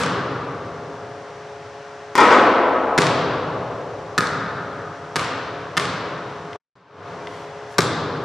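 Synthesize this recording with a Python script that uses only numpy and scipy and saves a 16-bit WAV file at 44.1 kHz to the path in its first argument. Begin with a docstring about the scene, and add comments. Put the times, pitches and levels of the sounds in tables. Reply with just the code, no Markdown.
"""A basketball bounce rings through a large gym over the rush and hum of the ventilation.
A shot strikes the hoop and rattles its loose mount; the ball drops and bounces away on the hardwood.
At each bounce the shell snaps, ball and inner air ring, the sprung floor thumps and the walls echo.
The sound cuts out briefly and fades back in; close by, clothes brush, palms pat, one dribble lands."""
import sys
import numpy as np
from scipy import signal
from scipy.fft import rfft, irfft, next_fast_len
from scipy.io import wavfile
from scipy.ndimage import uniform_filter1d, minimum_filter1d

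SR = 44100
rng = np.random.default_rng(int(sys.argv[2]) if len(sys.argv) > 2 else 0)


def master_out(mix):
    """Clip the mix to full scale and print it as 16-bit PCM to the path in sys.argv[1]."""
    frames = np.transpose(np.atleast_2d(mix))
    ceiling = np.clip(frames, -1, 1)
    pcm = np.round(ceiling * 32767).astype(np.int16)
    wavfile.write(sys.argv[1], SR, pcm)


N = 363384
LEAD = SR // 4   # samples before t = 0, so the hall already rings
HALL_SAMPLES = 5 * SR // 2


def from_db(db):
    return 10 ** (np.asarray(db) / 20)


def unit_rms(x):
    return x / np.sqrt(np.mean(x ** 2) + 1e-20)


def at_hz(points, hz):
    """Table lookup on a log-frequency axis."""
    f, value = np.transpose(points)
    return np.interp(np.log(np.maximum(hz, 1)), np.log(f), value)


def coloured(x, spectrum):
    """Zero-phase EQ from rows of f/Hz, gain/dB."""
    n = x.shape[-1]
    size = next_fast_len(n)
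    gain = from_db(at_hz(spectrum, np.fft.rfftfreq(size, 1 / SR)))
    return irfft(rfft(x, size) * gain, size)[..., :n]


def butter(x, hz, kind, order=1):
    return signal.sosfilt(signal.butter(order, min(hz, .45 * SR), kind, fs=SR, output="sos"), x + 1e-18)


def clicks(rows, size):
    """Single-sample blows from rows of t/s, level/dB."""
    out = np.zeros(size)
    for t, db in rows:
        out[max(round(t * SR), 0)] += from_db(db)
    return out


def ring(force, modes, pitch=1):
    """Damped resonators from rows of f/Hz, level/dB, t60/s."""
    out = 0
    for hz, db, t60_s in modes:
        r = from_db(-60 / (t60_s * SR))
        w = 2 * np.pi * hz * pitch / SR
        mode = signal.lfilter([1, 0, -1], [2, -4 * r * np.cos(w), 2 * r * r], force + 1e-18)
        out = out + from_db(db) * mode
    return out


def snap(force, low_hz, soft_hz, top_hz):
    """Pressure spike, rounded by the give of the rubber."""
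    spike = butter(force, low_hz, "high")
    rounded = butter(spike, soft_hz, "low")
    return butter(rounded, top_hz, "low", order=2)


def add(track, at_s, sound):
    """Mix into a track that starts LEAD samples early."""
    at = LEAD + round(at_s * SR)
    part = sound[..., :track.shape[-1] - at]
    track[..., at:at + part.shape[-1]] += part


# Diffuse-field width: f/Hz, side re mid/dB
WIDTH = [(40, -8), (70, -25.5), (130, -47.5), (250, -24.5), (500, -17), (1000, -20.5), (2000, -12),
         (4000, -10), (8000, -3), (14000, 5)]
def diffuse(size):
    """Stereo noise from all around: narrow in the bass, wide in the treble."""
    mid, side = rng.standard_normal((2, size))
    return mid + coloured(side, WIDTH) * [[1], [-1]]


# Duct air spectrum: f/Hz, density/dB
DUCT_AIR = [(30, -40.5), (62, -19.5), (100, -3.5), (145, -4.5), (210, -13.5), (320, -6.5), (450, -9),
            (650, -2.5), (1000, -3.5), (1600, -6), (2300, -14.5), (4200, -21.5), (5800, -23), (9300, -39.5),
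            (13000, -67)]
# Fan tones: f/Hz, level/dB
FAN_TONES = [(156.1, -56.5), (419.9, -41), (559.9, -45.5), (699.8, -45), (839.8, -53), (5706, -69)]
def ventilation(air_db=-39, waver=0.069, waver_per_s=6):
    """Air rushes in the ducts; the fan tones waver slightly."""
    t = np.arange(N) / SR
    out = from_db(air_db) * unit_rms(coloured(diffuse(N), DUCT_AIR))
    for hz, db in FAN_TONES:
        drift = np.interp(t * waver_per_s, np.arange(200), rng.standard_normal(200))
        out += from_db(db) * np.sqrt(2) * (1 + waver * drift) * np.sin(2 * np.pi * hz * t)
    return out


# Hall decay before air absorption: f/Hz, t60/s
HALL_T60 = [(70, 6.45), (140, 2.55), (300, 3.41), (600, 4.98), (1200, 2.93), (2200, 1.89), (4000, 1.97),
            (7000, 1.56)]
# Hall colour: f/Hz, gain/dB
HALL_COLOUR = [(35, -47.5), (65, -36.5), (100, -28.5), (140, -31.5), (230, -33.5), (320, -34), (480, -33),
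               (800, -38.5), (1300, -34.5), (2500, -35), (4500, -36), (6500, -37), (9000, -33),
               (14000, -30.5)]
def hall(sound, build_s=0.023, absorption_hz=7860, absorption_power=3.03):
    """Dense reflections build and die away; the air soaks up the treble first."""
    hz, t, cells = signal.stft(diffuse(HALL_SAMPLES), SR, nperseg=512)
    inverse_t60 = 1 / at_hz(HALL_T60, hz) + (hz / absorption_hz) ** absorption_power
    _, tail = signal.istft(cells * from_db(-60 * t * inverse_t60[:, None]), SR)
    build = 1 - np.exp(-(np.arange(tail.shape[1]) / SR / build_s) ** 2)
    response = coloured(tail, HALL_COLOUR) * build
    return signal.fftconvolve(response, sound[None], axes=1)[:, :len(sound)]


# Straight-path colour: f/Hz, gain/dB
DIRECT_COLOUR = [(170, -1), (270, -1.5), (400, 0), (680, -3), (1000, 1.5), (2100, 1), (2750, -1.5),
                 (3700, -0.5), (7000, 0.5)]
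def direct(sound, scatter_db=-22, scatter_s=0.0031, near_db=-38, near_s=0.0088):
    """Straight path, plus scatter around the listener and, duller, off floor and players."""
    t = np.arange(SR // 10) / SR
    noise = butter(diffuse(len(t)), 540, "high")
    scatter = from_db(scatter_db) * np.exp(-t / scatter_s) * noise
    scatter += from_db(near_db) * np.exp(-t / near_s) * butter(noise, 9000, "low", order=4)
    sound = coloured(sound, DIRECT_COLOUR)
    return sound + signal.oaconvolve(scatter, sound[None], axes=1)[:, :len(sound)]


# Fabric brushes: peak t/s, level/dB, half-width/s
BRUSHES = [(7.366, -55.5, 0.11), (7.732, -51.5, 0.037)]
# Fabric spectrum: f/Hz, density/dB
CLOTH = [(300, -18), (1200, -4), (4500, 0), (9000, -6), (14000, -23)]
def clothes():
    """Fabric brushes in bell-shaped swells as the player walks past."""
    t = np.arange(N) / SR
    envelope = sum(from_db(db) * np.exp(-((t - at_s) / width_s) ** 2) for at_s, db, width_s in BRUSHES)
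    return envelope * unit_rms(coloured(diffuse(N), CLOTH))


# Ball modes: f/Hz, level/dB, t60/s
BALL_MODES = [(1076, -29.5, 0.0066), (1165, -24, 0.022), (1264, -22, 0.015), (1360, -23, 0.015),
              (1530, -23.5, 0.015), (1640, -31.5, 0.01), (1880, -34.5, 0.0064)]
def ball_ring(force, pitch=1):
    """The struck ball rings briefly."""
    return ring(force, BALL_MODES, pitch)


# Palm contacts: t/s, level/dB
PATS = [(6.5312, -25), (7.272, -21.5), (7.7424, -36)]
# Air trapped under the palm: f/Hz, level/dB, t60/s
PALM_MODES = [(2055, -2, 0.0066), (2780, -9, 0.0059), (3250, -8, 0.0057)]
def hands(slap_db=11, ring_db=-10):
    """Palms slap the ball; trapped air and ball ring."""
    out = np.zeros(LEAD + N)
    for at_s, db in PATS:
        force = clicks([(0, db), (0.0029, db - 22)], SR // 10)
        slap = from_db(slap_db) * snap(force, low_hz=1490, soft_hz=2500, top_hz=4060)
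        trapped_air = butter(ring(force, PALM_MODES), 4400, "low", order=2)
        add(out, at_s, slap + trapped_air + from_db(ring_db) * ball_ring(force))
    return out


# Hoop and backboard modes: f/Hz, level/dB, t60/s
HOOP_MODES = [(273, -14, 0.052), (332, -4, 0.031), (440, -6.5, 0.022), (516, 0.5, 0.024), (626, -1, 0.018),
              (716, 1.5, 0.026), (847, 4, 0.022), (987, 3.5, 0.022), (1123, -1, 0.039), (1246, -0.5, 0.035),
              (1470, -9.5, 0.027), (1810, -12.5, 0.017), (2090, -25.5, 0.014), (2750, -26.5, 0.014),
              (3900, -21.5, 0.0042), (7200, -15.5, 0.0007)]
def hoop_ring(force):
    """Hoop and backboard ring together."""
    return ring(force, HOOP_MODES)


def chatter(t, hits, rise_s=0.0042, burst_s=0.04, shiver_db=-21.5, shiver_s=0.13):
    """Force envelope in the loose mount: a quick burst and a faint shiver per hit, summed in power."""
    power = 0
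    for at_s, _, db, _ in hits:
        age = np.maximum(t - at_s, 0)
        rise = 1 - np.exp(-age / rise_s)
        decay = np.exp(-age / burst_s) + from_db(shiver_db) * np.exp(-age / shiver_s)
        power = power + (from_db(db) * rise * decay) ** 2
    return np.sqrt(power)


def rattle(envelope, knocks_per_s=2500, ring_db=-22.5, clank_db=-6):
    """One loose joint knocks at random into hoop and board, too softly to reach the top octave."""
    knocks = rng.random(len(envelope)) < knocks_per_s / SR
    force = knocks * rng.choice([-1, 1], len(envelope)) * envelope
    clank = from_db(clank_db) * snap(force, low_hz=500, soft_hz=1500, top_hz=6000)
    metal = butter(from_db(ring_db) * hoop_ring(force) + clank, 225, "high", order=4)
    dulled = butter(metal, 2000, "low")
    return butter(dulled, 8700, "low", order=10)


# Backboard thud: f/Hz, level/dB, t60/s
BACKBOARD_MODES = [(185, -24, 0.045), (278, -14.5, 0.047), (365, -13.5, 0.037)]
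def rim_strike(force, zing_db=-8, zing_s=0.04, ring_db=-17):
    """The ball snaps on the rim, the steel's crowded high modes zing, the board thuds."""
    t = np.arange(len(force)) / SR
    steel = rng.standard_normal(len(t)) * np.exp(-t / zing_s)
    zing = butter(signal.fftconvolve(force, steel)[:len(t)], 10000, "low", order=6)
    crack = snap(force + from_db(zing_db) * zing, low_hz=300, soft_hz=2500, top_hz=8200)
    return crack + from_db(ring_db) * hoop_ring(force) + ring(force, BACKBOARD_MODES)


# Ball on the rim: t/s, strike/dB, chatter/dB, strike low-pass/Hz
RIM_HITS = [(2.154, -8, -9.5, 13500), (2.179, -8.5, 1, 12530), (2.205, -9, 1.5, 10030),
            (2.276, -21, -14, 8000), (2.304, -13.5, -1.5, 3000), (2.325, -14, -4, 8000)]
def hoop(joints=4, rattle_db=-3, hall_db=-1.5, flex_hz=66.5, flex_db=-45.5, flex_t60_s=12):
    """Rim hits shake the mount and flex the board. Returns straight sound and a hall feed per joint."""
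    straight, hall_feeds = np.zeros(LEAD + N), np.zeros((joints, LEAD + N))
    start_s = RIM_HITS[0][0]
    force = sum(butter(clicks([(at_s - start_s, db)], SR), top_hz, "low", order=8)
                for at_s, db, _, top_hz in RIM_HITS)
    strike = rim_strike(force)
    add(straight, start_s, -strike)
    shaking = chatter(start_s + np.arange(SR) / SR, RIM_HITS)
    for feed in hall_feeds:
        joint = rattle(shaking)
        add(straight, start_s, from_db(rattle_db) * joint / np.sqrt(joints))
        add(feed, start_s, from_db(hall_db) * (joint - strike) / np.sqrt(joints))
    flex = ring(clicks([(0.0068, 0.0023)], N), [(flex_hz, flex_db, flex_t60_s)])
    add(straight, start_s, butter(flex, 200, "low"))
    return straight, hall_feeds


# Sprung-floor modes: f/Hz, level/dB, t60/s
FLOOR_MODES = [(142, -19, 0.038), (164, -14, 0.043)]
# Floorboard modes: f/Hz, level/dB, t60/s
BOARD_MODES = [(254.5, -18, 0.051), (394, -21.5, 0.029), (446, -35, 0.18), (665, -26, 0.013)]
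def floor_thump(push, thump_db, boards_db):
    """The ball's weight rings the sprung floor and its boards."""
    weight = butter(butter(push, 1700, "low"), 126, "high", order=2)
    return from_db(thump_db) * ring(weight, FLOOR_MODES) + from_db(boards_db) * ring(weight, BOARD_MODES)


def board_swing(db, hz=399.2, peak_s=0.013, half_width_s=0.0051):
    """The boards right under the ball swing for a few strong cycles."""
    t = np.arange(SR // 8) / SR
    return from_db(db) * np.sin(2 * np.pi * hz * t) * np.exp(-((t - peak_s) / half_width_s) ** 2)


# Air inside the ball: f/Hz, level/dB, t60/s
CAVITY_MODES = [(950, -26, 0.036), (1440, -26, 0.06), (1565, -24.5, 0.073), (2140, -30, 0.06)]
def hollow_ping(push, ping_hz, ping_db, air_db, t60_s=0.07):
    """Round again, the ball sounds its strongest mode and the air inside rings with it."""
    return ring(push, [(ping_hz, ping_db, t60_s)]) + from_db(air_db) * ring(push, CAVITY_MODES)


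# Pebbled rubber skin: f/Hz, level/dB, t60/s
RUBBER_MODES = [(3490, -11.5, 0.0021), (4650, -22.5, 0.0014), (5700, -31, 0.0025), (7000, -25.5, 0.0028)]
def shell_crack(push, snap_db, rubber_db):
    """The shell meets the wood: a pressure spike and a short ring of the skin."""
    spike = snap(push, low_hz=470, soft_hz=1700, top_hz=8400)
    return from_db(snap_db) * spike + from_db(rubber_db) * ring(push, RUBBER_MODES)


# Shell snaps while flattening: t after touch/s, crack/dB, ball ring/dB
SNAPS = [(0, 6.5, 4), (0.0041, 4.5, 0.5), (0.0064, 4, 3.5), (0.0098, 0.5, -0.5)]
# Flattened patch of shell: f/Hz, level/dB, t60/s
SMACK_MODES = [(1020, -20, 0.0073)]
def bounce(force_db, snap_db, rubber_db, boards_db, ring_db, pitch, contact, growth_db, hall_db,
           near_s, far_s, echo_db, ping_db, ping_hz, air_db, smack_db, thump_db,
           yield_s=0.0095, release_s=0.0133, shell_db=6):
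    """The ball flattens, the floor yields, the ball springs free. Returns straight sound and hall feed."""
    push = clicks([(0.00017, 0)], SR // 8)
    crack = shell_crack(push, force_db + snap_db + 15, force_db + rubber_db)
    smack = from_db(force_db + smack_db) * ring(push, SMACK_MODES)
    body = from_db(force_db + ring_db) * butter(ball_ring(push, pitch), 2550, "low", order=2)
    hollow = hollow_ping(push, ping_hz, ping_db - 18, air_db)
    floor = floor_thump(push, force_db + thump_db, force_db + boards_db)
    swing = board_swing(force_db + boards_db - 20)

    straight = np.zeros(LEAD + SR // 3)
    for k, (after_s, crack_db, body_db) in enumerate(SNAPS):   # inner air is damped while pressed flat
        slap = from_db(crack_db - 6) * (crack + smack) + from_db(body_db - 4) * body
        add(straight, after_s * contact, -from_db((k - 1.5) * growth_db) * slap)
    add(straight, 0, swing - from_db(-10) * floor)   # slight give at first touch
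    add(straight, yield_s * contact, floor)
    add(straight, release_s * contact, from_db(-8) * body + from_db(-3) * hollow)

    wall_echo = butter(-from_db(shell_db) * (crack + from_db(-5) * body), 8400, "low", order=2)
    add(straight, near_s, from_db(echo_db) * wall_echo)
    add(straight, far_s, from_db(echo_db - 5) * wall_echo)

    shell = -from_db(shell_db) * (crack + body + from_db(-3) * smack)
    released = np.pad(hollow, (round(release_s * contact * SR), 0))[:len(push)]
    return straight, from_db(hall_db) * (shell + floor + released + from_db(-4) * swing)


# Ball on the floor: t/s, force/dB, snap/dB, rubber/dB, boards/dB, ball ring/dB, ring pitch/ratio,
# contact time/ratio, growth per snap/dB, hall/dB, near wall delay/s, far wall delay/s, wall echo/dB,
# ping/dB, ping f/Hz, inner air/dB, smack/dB, thump/dB
BOUNCES = [(-0.03, 3, 0.5, -25, 2.5, -1, 1.0, 0.52, 2, -1.5, 0.065, 0.092, -11.5, 5, 1165, -3.5, -3.5, 0.28),
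           (2.9782, 3.5, 3, -9, 2, -6, 0.92, 1.01, -0.5, 0, 0.041, 0.09, -9.5, 2.5, 1158, -1.5, 3, 0.27),
           (4.1791, -0.5, 1.5, 0.5, -2.5, 5.5, 1.1, 0.98, -2.5, -1.5, 0.028, 0.092, -10.5, 4, 1237, -1, -5.5, 1.3),
           (5.1585, -6, 6, -11, 1.5, -0.5, 0.99, 1.01, 0.5, 1, 0.036, 0.087, -11, -4, 1213, -6, 1, 0.032),
           (5.7690, -2, 3.5, -2, -5, -7.5, 0.945, 0.98, 4.5, -0.5, 0.029, 0.085, -11.5, -8, 1110, 0.5, 6.5, 0.18),
           (6.60, -1.5, 2, -11, 2, 1, 0.82, 1, 0, -3.5, 0.05, 0.066, -13, -6, 1170, 2, -3, 0.27),
           (7.783, 5.5, 0.5, 4, 4.5, -1.5, 0.97, 0.8, -5.5, -5, 0.0233, 0.037, -12.5, 5, 1185, 4, -9, 1.5)]
def bounces():
    """Each bounce echoes off two walls and fills the hall from a new spot."""
    out = np.zeros((2, LEAD + N))
    for at_s, *settings in BOUNCES:
        straight, hall_feed = bounce(*settings)
        add(out, at_s, direct(straight)[:, LEAD:])
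        add(out, at_s, hall(np.pad(hall_feed, (0, HALL_SAMPLES))))
    return out


def scene():
    """Ball, hands and hoop, straight and through the hall, over ventilation and clothes."""
    pats = hands()
    rim, joint_feeds = hoop()
    play = bounces() + direct(pats) + direct(rim) + hall(pats) + sum(hall(feed) for feed in joint_feeds)
    return play[:, LEAD:] + ventilation() + clothes()


def limiter(x, hold_s=0.0015):
    """Turns both sides down around peaks over full scale."""
    size = 2 * max(round(hold_s * SR / 2), 1) + 1
    allowed = 1 / np.maximum(np.abs(x).max(axis=0), 1)
    return x * uniform_filter1d(minimum_filter1d(allowed, size), size)


def dropout(mute_s=6.56, fall_db_per_s=2403, floor_db=-76, return_s=6.756, ramp_s=0.0025,
            faint_db=-25.5, swell_start_s=6.779, swell_s=0.37, full_db=0.23):
    """Gain curve: the sound cuts out, steps back faintly and swells along an S-curve."""
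    t = np.arange(N) / SR
    falling = from_db(np.clip((mute_s - t) * fall_db_per_s, floor_db, 0))
    gate = np.clip(1 + (t - return_s) / ramp_s, 0, 1)
    swell = (1 - np.cos(np.pi * np.clip((t - swell_start_s) / swell_s, 0, 1))) / 2
    return falling + gate * from_db(faint_db + (full_db - faint_db) * swell)


# Stereo balance: f/Hz, left minus right/dB
BALANCE = [(200, 0), (380, 0.86), (690, 2.5), (1270, 1), (2350, 2), (4330, 1.1), (7970, 0.6), (14700, 2)]
def record(dry, gain_db=-1, cutoff_hz=15100):
    """Slight lean to the left, peak limiting, one dropout, steep low-pass."""
    left = coloured(dry[0], [(hz, db / 2) for hz, db in BALANCE])
    right = coloured(dry[1], [(hz, -db / 2) for hz, db in BALANCE])
    faded = limiter(from_db(gain_db) * np.array([left, right])) * dropout()
    return signal.sosfilt(signal.ellip(10, .2, 80, cutoff_hz, fs=SR, output="sos"), faded)


dry = scene()
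out = record(dry)
master_out(out)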